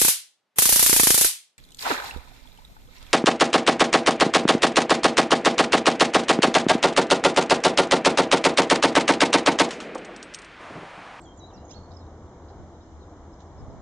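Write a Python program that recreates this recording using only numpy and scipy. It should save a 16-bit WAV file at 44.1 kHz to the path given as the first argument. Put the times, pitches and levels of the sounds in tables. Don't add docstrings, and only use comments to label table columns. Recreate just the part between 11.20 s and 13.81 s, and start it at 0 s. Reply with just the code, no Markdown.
import sys
import numpy as np
from scipy import signal
from scipy.fft import rfft, irfft, next_fast_len
from scipy.io import wavfile
from scipy.ndimage import uniform_filter1d, map_coordinates

SR = 44100
rng = np.random.default_rng(int(sys.argv[2]) if len(sys.argv) > 2 else 0)


def transcribe(signal):
    frames = np.atleast_2d(signal).T
    limited = np.clip(frames, -1, 1)
    pcm = np.round(limited * 32767).astype(np.int16)
    wavfile.write(sys.argv[1], SR, pcm)


def level_to_linear(level):
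    exponent = np.asarray(level, float) / 20
    return 10 ** exponent


N = 115101
CAMERA_HZ = 16000

# pitch_hz, level_db (per Hz)
ROAR_TONE = [(15, -44.5), (25, -12.5), (80, 0), (109, -8.5), (342, -11.5), (541, -15), (643, -12.5),
             (1040, -18), (2400, -42), (3120, -81.5), (5280, -120)]
# time_s, level_db
ROAR_SWELL = [(0.0, -49), (0.55, -48.5), (1.29, -48), (1.56, -49.5), (2.11, -48.5), (2.61, -46.5)]
# centre_hz, width_hz, level_db
ENGINE_DRONES = [(325, 97, -56.5), (973, 4.2, -76), (63, 30, -64)]
# pitch_hz, wander_hz, level_db
ENGINE_ORDERS = [(82.4, 6.31, -50), (495.7, 1.3, -61.5)]
# time_s, level_db
GUSTS = [(0, -66.5), (.27, -71), (.38, -59), (.48, -75), (.72, -62.5), (.87, -79), (1.08, -64),
         (1.17, -70.5), (1.23, -59), (1.33, -74), (1.40, -47.5), (1.50, -62.5), (1.78, -59), (1.88, -70),
         (1.98, -58.5), (2.20, -78.5), (2.42, -45), (2.61, -49.5)]
# pitch_hz, level_db (per Hz)
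BUFFET_TONE = [(12, -6), (25, -2.5), (55, -3.5), (90, 7), (140, -5.5), (250, -43.5)]
# pitch_hz, level_db (per Hz)
FLAP_TONE = [(80, -17.5), (140, 1.5), (250, -7), (450, -16.5), (700, -53.5)]
# time_s, pitch_hz, level_db
SLUR_PHRASES = [
    [(.004, 7750, -65), (.02, 7550, -66), (.042, 7380, -63), (.053, 6950, -67), (.062, 6450, -60),
     (.068, 6150, -74.5)],
    [(.142, 7550, -70), (.160, 7400, -76), (.175, 7100, -63), (.190, 6750, -62), (.197, 6200, -60),
     (.205, 5750, -73)],
    [(.328, 6150, -75), (.340, 5950, -62.5), (.350, 5650, -56), (.364, 5100, -58), (.372, 4800, -62.5),
     (.378, 4500, -68)],
    [(.378, 4050, -65), (.39, 3980, -73), (.40, 4000, -70), (.42, 3920, -81)],
    [(.446, 6400, -72), (.455, 6620, -61), (.463, 6720, -72), (.475, 6500, -69), (.488, 6200, -67),
     (.497, 6100, -68.5)],
    [(.728, 5900, -82), (.740, 5700, -66.5), (.752, 5580, -64), (.763, 5450, -70), (.770, 5250, -60),
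     (.779, 4880, -67), (.786, 4450, -72), (.797, 4280, -73)],
]
# start_s, length_s, start_pitch_hz, end_pitch_hz, level_db
SLUR_NOTES = [
    (.074, 0.017, 5900, 5820, -67.5),
    (.245, 0.04, 6900, 6760, -72),
    (.545, 0.0087, 5250, 4950, -62.5),
    (.848, 0.014, 4300, 4100, -77),
    (.862, 0.011, 3760, 3980, -72),
]
# start_s, length_s, start_pitch_hz, end_pitch_hz, level_db
CHIP_NOTES = [(.793, .046, 4320, 3570, -65), (1.602, 0.03, 3750, 3980, -69),
              (1.616, 0.034, 5160, 5350, -69), (1.652, .030, 5250, 5060, -78.5),
              (1.803, 0.044, 4310, 3520, -65), (2.008, 0.017, 5300, 5170, -76),
              (2.124, 0.026, 5280, 4970, -68), (2.262, 0.023, 5300, 5050, -72),
              (2.372, 0.047, 5330, 4970, -66.5), (2.492, 0.031, 5300, 5000, -71.5),
              (1.320, .025, 4570, 4450, -71), (1.525, 0.045, 4050, 3800, -74),
              (.015, 0.042, 4540, 4420, -62.5)]
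# time_s, pitch_hz, level_db
WHISTLE_OPENING = [(0.05, 3493, -67), (0.064, 3270, -58), (0.088, 3183, -58), (0.126, 3200, -56.5),
                   (0.135, 3170, -68)]
# time_s, pitch_hz, level_db
WHISTLE_PEAK = [(.2, 3950, -63), (.206, 3970, -58), (.228, 3860, -53.5), (.246, 3874, -52),
                (0.255, 3986, -61.5), (0.293, 4040, -63.5), (.305, 3710, -61.5), (.312, 3160, -66)]
# time_s, pitch_hz, level_db
WHISTLE_CLOSE = [(.312, 3140, -63), (.322, 2700, -67.5), (.35, 2726, -64.5), (.40, 2856, -71),
                 (.425, 2832, -70), (.46, 2720, -81)]
# time_s, pitch_hz, level_db, half_pitch_lines_db
RISING_CALL = [(.493, 2230, -73, 2), (.499, 2310, -72, -3), (.512, 2570, -62, -3.5),
               (.524, 3205, -64.5, -6.5), (.534, 3294, -64.5, -21.5), (.547, 4250, -57, -32),
               (.558, 4450, -59, -46), (.569, 4270, -50.5, -36), (.582, 4420, -64, -45)]
# time_s, pitch_hz, level_db
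RISING_TAIL = [(.584, 4380, -72), (.60, 4400, -70), (.622, 4370, -72), (.645, 4420, -66.5),
               (.672, 4330, -78), (.69, 4470, -76), (.72, 4340, -80.5)]
# pitch_hz, level_db
THROAT_TONE = [(1200, -30), (2200, 1), (4400, 0), (5200, 6), (6400, 12), (7000, 10), (7600, -12),
               (8400, -60)]
# pitch_hz, left_minus_right_db
RISING_PAN = [(3500, -14.5), (4500, -20.5), (6500, -4.5)]
# start_s, length_s, level_db
BUZZ_CHIPS = [
    (0.705, 0.027, -62.5),
    (1.28, 0.029, -65),
]
# start_s, level_db
TWIG_CRACKS = [
    (2.192, -55),
    (2.197, -54),
    (2.204, -43),
    (2.217, -49),
    (2.224, -53),
]
# centre_hz, width_hz
TWIG_MODES = [(3800, 1000), (6100, 900)]
# time_s, level_db, pitch_hz, left_minus_right_db
WIND_PUSHES = [
    (2.483, -30, 95, -6),
    (2.500, -34, 290, -2),
    (2.428, -35, 90, 0),
]
# pitch_hz, level_db (per Hz)
HISS_TONE = [(250, -16), (800, 9), (1500, 6), (2500, 0.5), (4000, -1.5), (6500, 0), (7400, -4), (8000, -14)]
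# centre_hz, half_width_hz
WHINE_NOTCHES = [(2600, 347), (4600, 283), (5430, 130), (7930, 230)]


def unit(x):
    return x / np.sqrt(np.mean(x ** 2) + 1e-20)


def along(points, hz):
    f, v = np.transpose(points)
    return np.interp(np.log(hz + 1), np.log(f + 1), v)


def curves(rows):
    s, *columns = np.transpose(rows)
    return [np.interp(np.arange(N) / SR, s, c) for c in columns]


def wobble(rate):
    knots = rng.standard_normal(int(N / SR * 400) + 4)
    return map_coordinates(knots, [np.arange(N) * min(rate, 400) / SR])


def filtered(x, response):
    m = next_fast_len(N + SR // 2)
    return irfft(rfft(x, m) * response(np.fft.rfftfreq(m, 1 / SR)), m)[..., :N]


def patchy(patchy_db):
    z = signal.stft(rng.standard_normal(N + 1024), nperseg=512)[2]
    field = uniform_filter1d(rng.standard_normal(z.shape), 5, 0)
    field = uniform_filter1d(field, 12, 1)
    return signal.istft(z * level_to_linear(patchy_db * unit(field)), nperseg=512)[1][:N]


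def between_ports(pan_db):
    return level_to_linear(pan_db * np.array([[.5], [-.5]]))


def placed(x, pan, lag_s):
    side = np.array([[.5], [-.5]])
    return filtered(x, lambda hz: level_to_linear(side * along(pan, hz)) * np.exp(-2j * np.pi * hz * side * lag_s))


def hedges(x, wet_db, t60):
    t = np.arange(SR // 2) / SR
    build_up = 1 - np.exp(-t / 0.0078)
    tail = rng.standard_normal((2, len(t))) * level_to_linear(-60 * t / t60) * build_up
    tail = signal.sosfilt(signal.butter(2, 4500, fs=SR, output='sos'), tail)
    echoes = signal.fftconvolve(x, tail / np.linalg.norm(tail[0]), axes=1)[:, :N]
    return x + level_to_linear(wet_db) * echoes


def traffic():
    swell_db, = curves(ROAR_SWELL)
    roar = unit(filtered(patchy(1.0), lambda hz: level_to_linear(along(ROAR_TONE, hz))))
    out = level_to_linear(swell_db + 2.5 + 0.82 * wobble(5.77)) * roar
    for hz, width_hz, db in ENGINE_DRONES:
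        drone = filtered(rng.standard_normal(N), lambda f: 1 / (1 + ((f - hz) / width_hz * 2) ** 2))
        out += level_to_linear(db) * unit(drone)
    for hz, wander_hz, db in ENGINE_ORDERS:
        phase = 2 * np.pi * np.cumsum(hz + wander_hz * wobble(8)) / SR
        out += level_to_linear(db + 3.85 * wobble(6.74)) * np.sin(phase)
    return placed(out, [(1000, 0.58)], -0.000046)


def wind():
    gust_db, = curves(GUSTS)
    lumps = level_to_linear(2.7 * np.array([wobble(14), wobble(13)]))
    push = unit(filtered(rng.standard_normal((2, N)), lambda hz: level_to_linear(along(BUFFET_TONE, hz))))
    flap = unit(filtered(rng.standard_normal((2, N)), lambda hz: level_to_linear(along(FLAP_TONE, hz))))
    flap_db = -67 + 1.38 * (gust_db + 58.5)
    return lumps * (level_to_linear(gust_db + 2) * push + level_to_linear(flap_db) * lumps * flap)


def phrase(rows, rough):
    hz, db = curves(rows)
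    t = np.arange(N) / SR
    edge = np.clip(np.minimum(t - rows[0][0], rows[-1][0] - t) / .003 + .5, 0, 1)
    shaken_hz = hz * (1 + rough * .002 * wobble(300))
    level = level_to_linear(db + rough * (wobble(170) - .5))
    return np.sqrt(2) * edge * level * np.sin(2 * np.pi * np.cumsum(shaken_hz) / SR)


def notes(rows, bend, flutter_db, edge_s):
    out, t = np.zeros(N), np.arange(N) / SR
    flutter = level_to_linear(flutter_db * wobble(140))
    for s, length, hz0, hz1, db in rows:
        u = np.clip((t - s) / length, 0, 1)
        edge = np.clip(np.minimum(u, 1 - u) * length / min(edge_s, length / 3), 0, 1)
        phase = 2 * np.pi * np.cumsum(hz0 + (hz1 - hz0) * u ** bend) / SR
        out += level_to_linear(db) * np.sqrt(2) * np.sin(edge * np.pi / 2) ** 2 * np.sin(phase)
    return out * flutter


def slurring_bird():
    voice = sum(phrase(p, 5) for p in SLUR_PHRASES)
    voice = voice + notes(SLUR_NOTES, 1.5, 2.5, .006) + buzzes()
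    return hedges(placed(voice, [(5000, -17), (7500, -9)], -.0001), -10, .2)


def chipping_bird():
    chips = notes(CHIP_NOTES, 1.1, 1.8, .01)
    return hedges(placed(chips, [(3800, 5), (5200, 12)], -.0001), -16, .2)


def whistling_bird():
    whistle = sum(phrase(p, 0.93) for p in (WHISTLE_OPENING, WHISTLE_PEAK, WHISTLE_CLOSE))
    return hedges(placed(whistle, [(3000, .1)], -0.0000084), -11.5, 0.17)


def rising_call():
    hz, db, half_db = curves(RISING_CALL)
    t = np.arange(N) / SR
    jitter = 0.0052 * wobble(380) * level_to_linear(half_db / 2)
    phase = np.pi * np.cumsum(hz * (1 + jitter)) / SR
    stack = np.zeros(N)
    for k in range(1, 8):
        line_db = along(THROAT_TONE, k * hz / 2) + k % 2 * half_db + 4.5 * wobble(280)
        stack += level_to_linear(line_db) * np.sin(k * phase)
    breath = unit(filtered(rng.standard_normal(N), lambda f: level_to_linear(along(THROAT_TONE, f))))
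    stack = stack + level_to_linear(half_db + 7) * breath
    sounding = (t > RISING_CALL[0][0]) * (t < RISING_CALL[-1][0])
    return np.sqrt(2) * level_to_linear(db) * stack * sounding


def rising_bird():
    voice = rising_call() + phrase(RISING_TAIL, 6)
    return hedges(placed(voice, RISING_PAN, -.0001), -11, .35)


def buzzes():
    upper_hz, pulse_hz, rise = 4980, 110, .2
    out, t = np.zeros(N), np.arange(N) / SR
    rasp = .6 * unit(filtered(rng.standard_normal(N), lambda f: np.exp(-((f - 4500) / 900) ** 2)))
    for s, length, db in BUZZ_CHIPS:
        cycle = (t - s) * pulse_hz % 1
        phase = 2 * np.pi * np.cumsum(upper_hz * (1 + rise * (cycle - .5) + .03 * wobble(350))) / SR
        body = np.sin(np.pi * np.clip((t - s) / length, 0, 1)) * (.5 + np.sin(np.pi * cycle) ** 2)
        lines = np.sin(phase) + level_to_linear(-3) * np.sin(.81 * phase)
        out += level_to_linear(db + 2.0 * wobble(200)) * body * (lines + rasp)
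    return out


def twig_snap():
    t, cracks = np.arange(N) / SR, np.zeros((2, N))
    for s, db in TWIG_CRACKS:
        decay = level_to_linear(db - 60 * np.clip(t - s, 0, None) / 0.06) * (t >= s)
        cracks += decay * rng.standard_normal((2, N)) * level_to_linear([[-8], [0]])

    def wood(hz):
        ring = sum(1j * hz * w / (c * c - hz * hz + 1j * hz * w) for c, w in TWIG_MODES)
        band = 1j * hz / (2200 + 1j * hz) / (1 + (hz / 7000) ** 8)
        return band * (.6 + ring)

    return filtered(cracks, wood)


def wind_pushes():
    t, out = np.arange(N) / SR, np.zeros((2, N))
    for s, db, hz, pan_db in WIND_PUSHES:
        u = (t - s) * hz
        swing = np.cos(2 * np.pi * u - .6) * np.exp(-(u - .2) ** 2 / 0.15)
        out -= level_to_linear(db) * between_ports(pan_db) * swing
    return out


def scene():
    birds = slurring_bird() + chipping_bird() + whistling_bird() + rising_bird()
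    return traffic() + wind() + birds + twig_snap() + wind_pushes()


def preamp_hiss():
    noise = np.array([patchy(0.71), patchy(0.55)])
    hiss = unit(filtered(noise, lambda hz: level_to_linear(along(HISS_TONE, hz)) * (hz < CAMERA_HZ / 2)))
    return level_to_linear(-61.5) * between_ports(-1) * hiss


def whine_notches(f):
    cuts = [(f - c + .03j * w) / (f - c - 1j * w) for c, w in WHINE_NOTCHES]
    return np.prod(cuts, axis=0) * (f < CAMERA_HZ / 2)


def mirror_image(x):
    half = CAMERA_HZ / 2
    folded = 2 * x * np.cos(2 * np.pi * CAMERA_HZ * np.arange(N) / SR)
    return filtered(folded, lambda f: (f < 8800) * (f > half) * level_to_linear(-4 - ((f - half) / 170) ** 2))


def edge_noise():
    noise = rng.standard_normal((2, N))
    return level_to_linear(-93) * unit(filtered(noise, lambda f: np.exp(-((f - CAMERA_HZ / 2) / 60) ** 2)))


def band_limit(x):
    return signal.sosfilt(signal.butter(12, 8790, fs=SR, output="sos"), x)


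def record(dry):
    x = filtered(dry + preamp_hiss(), whine_notches)
    return band_limit(x + mirror_image(x) + edge_noise())


dry = scene()
out = record(dry)
transcribe(out)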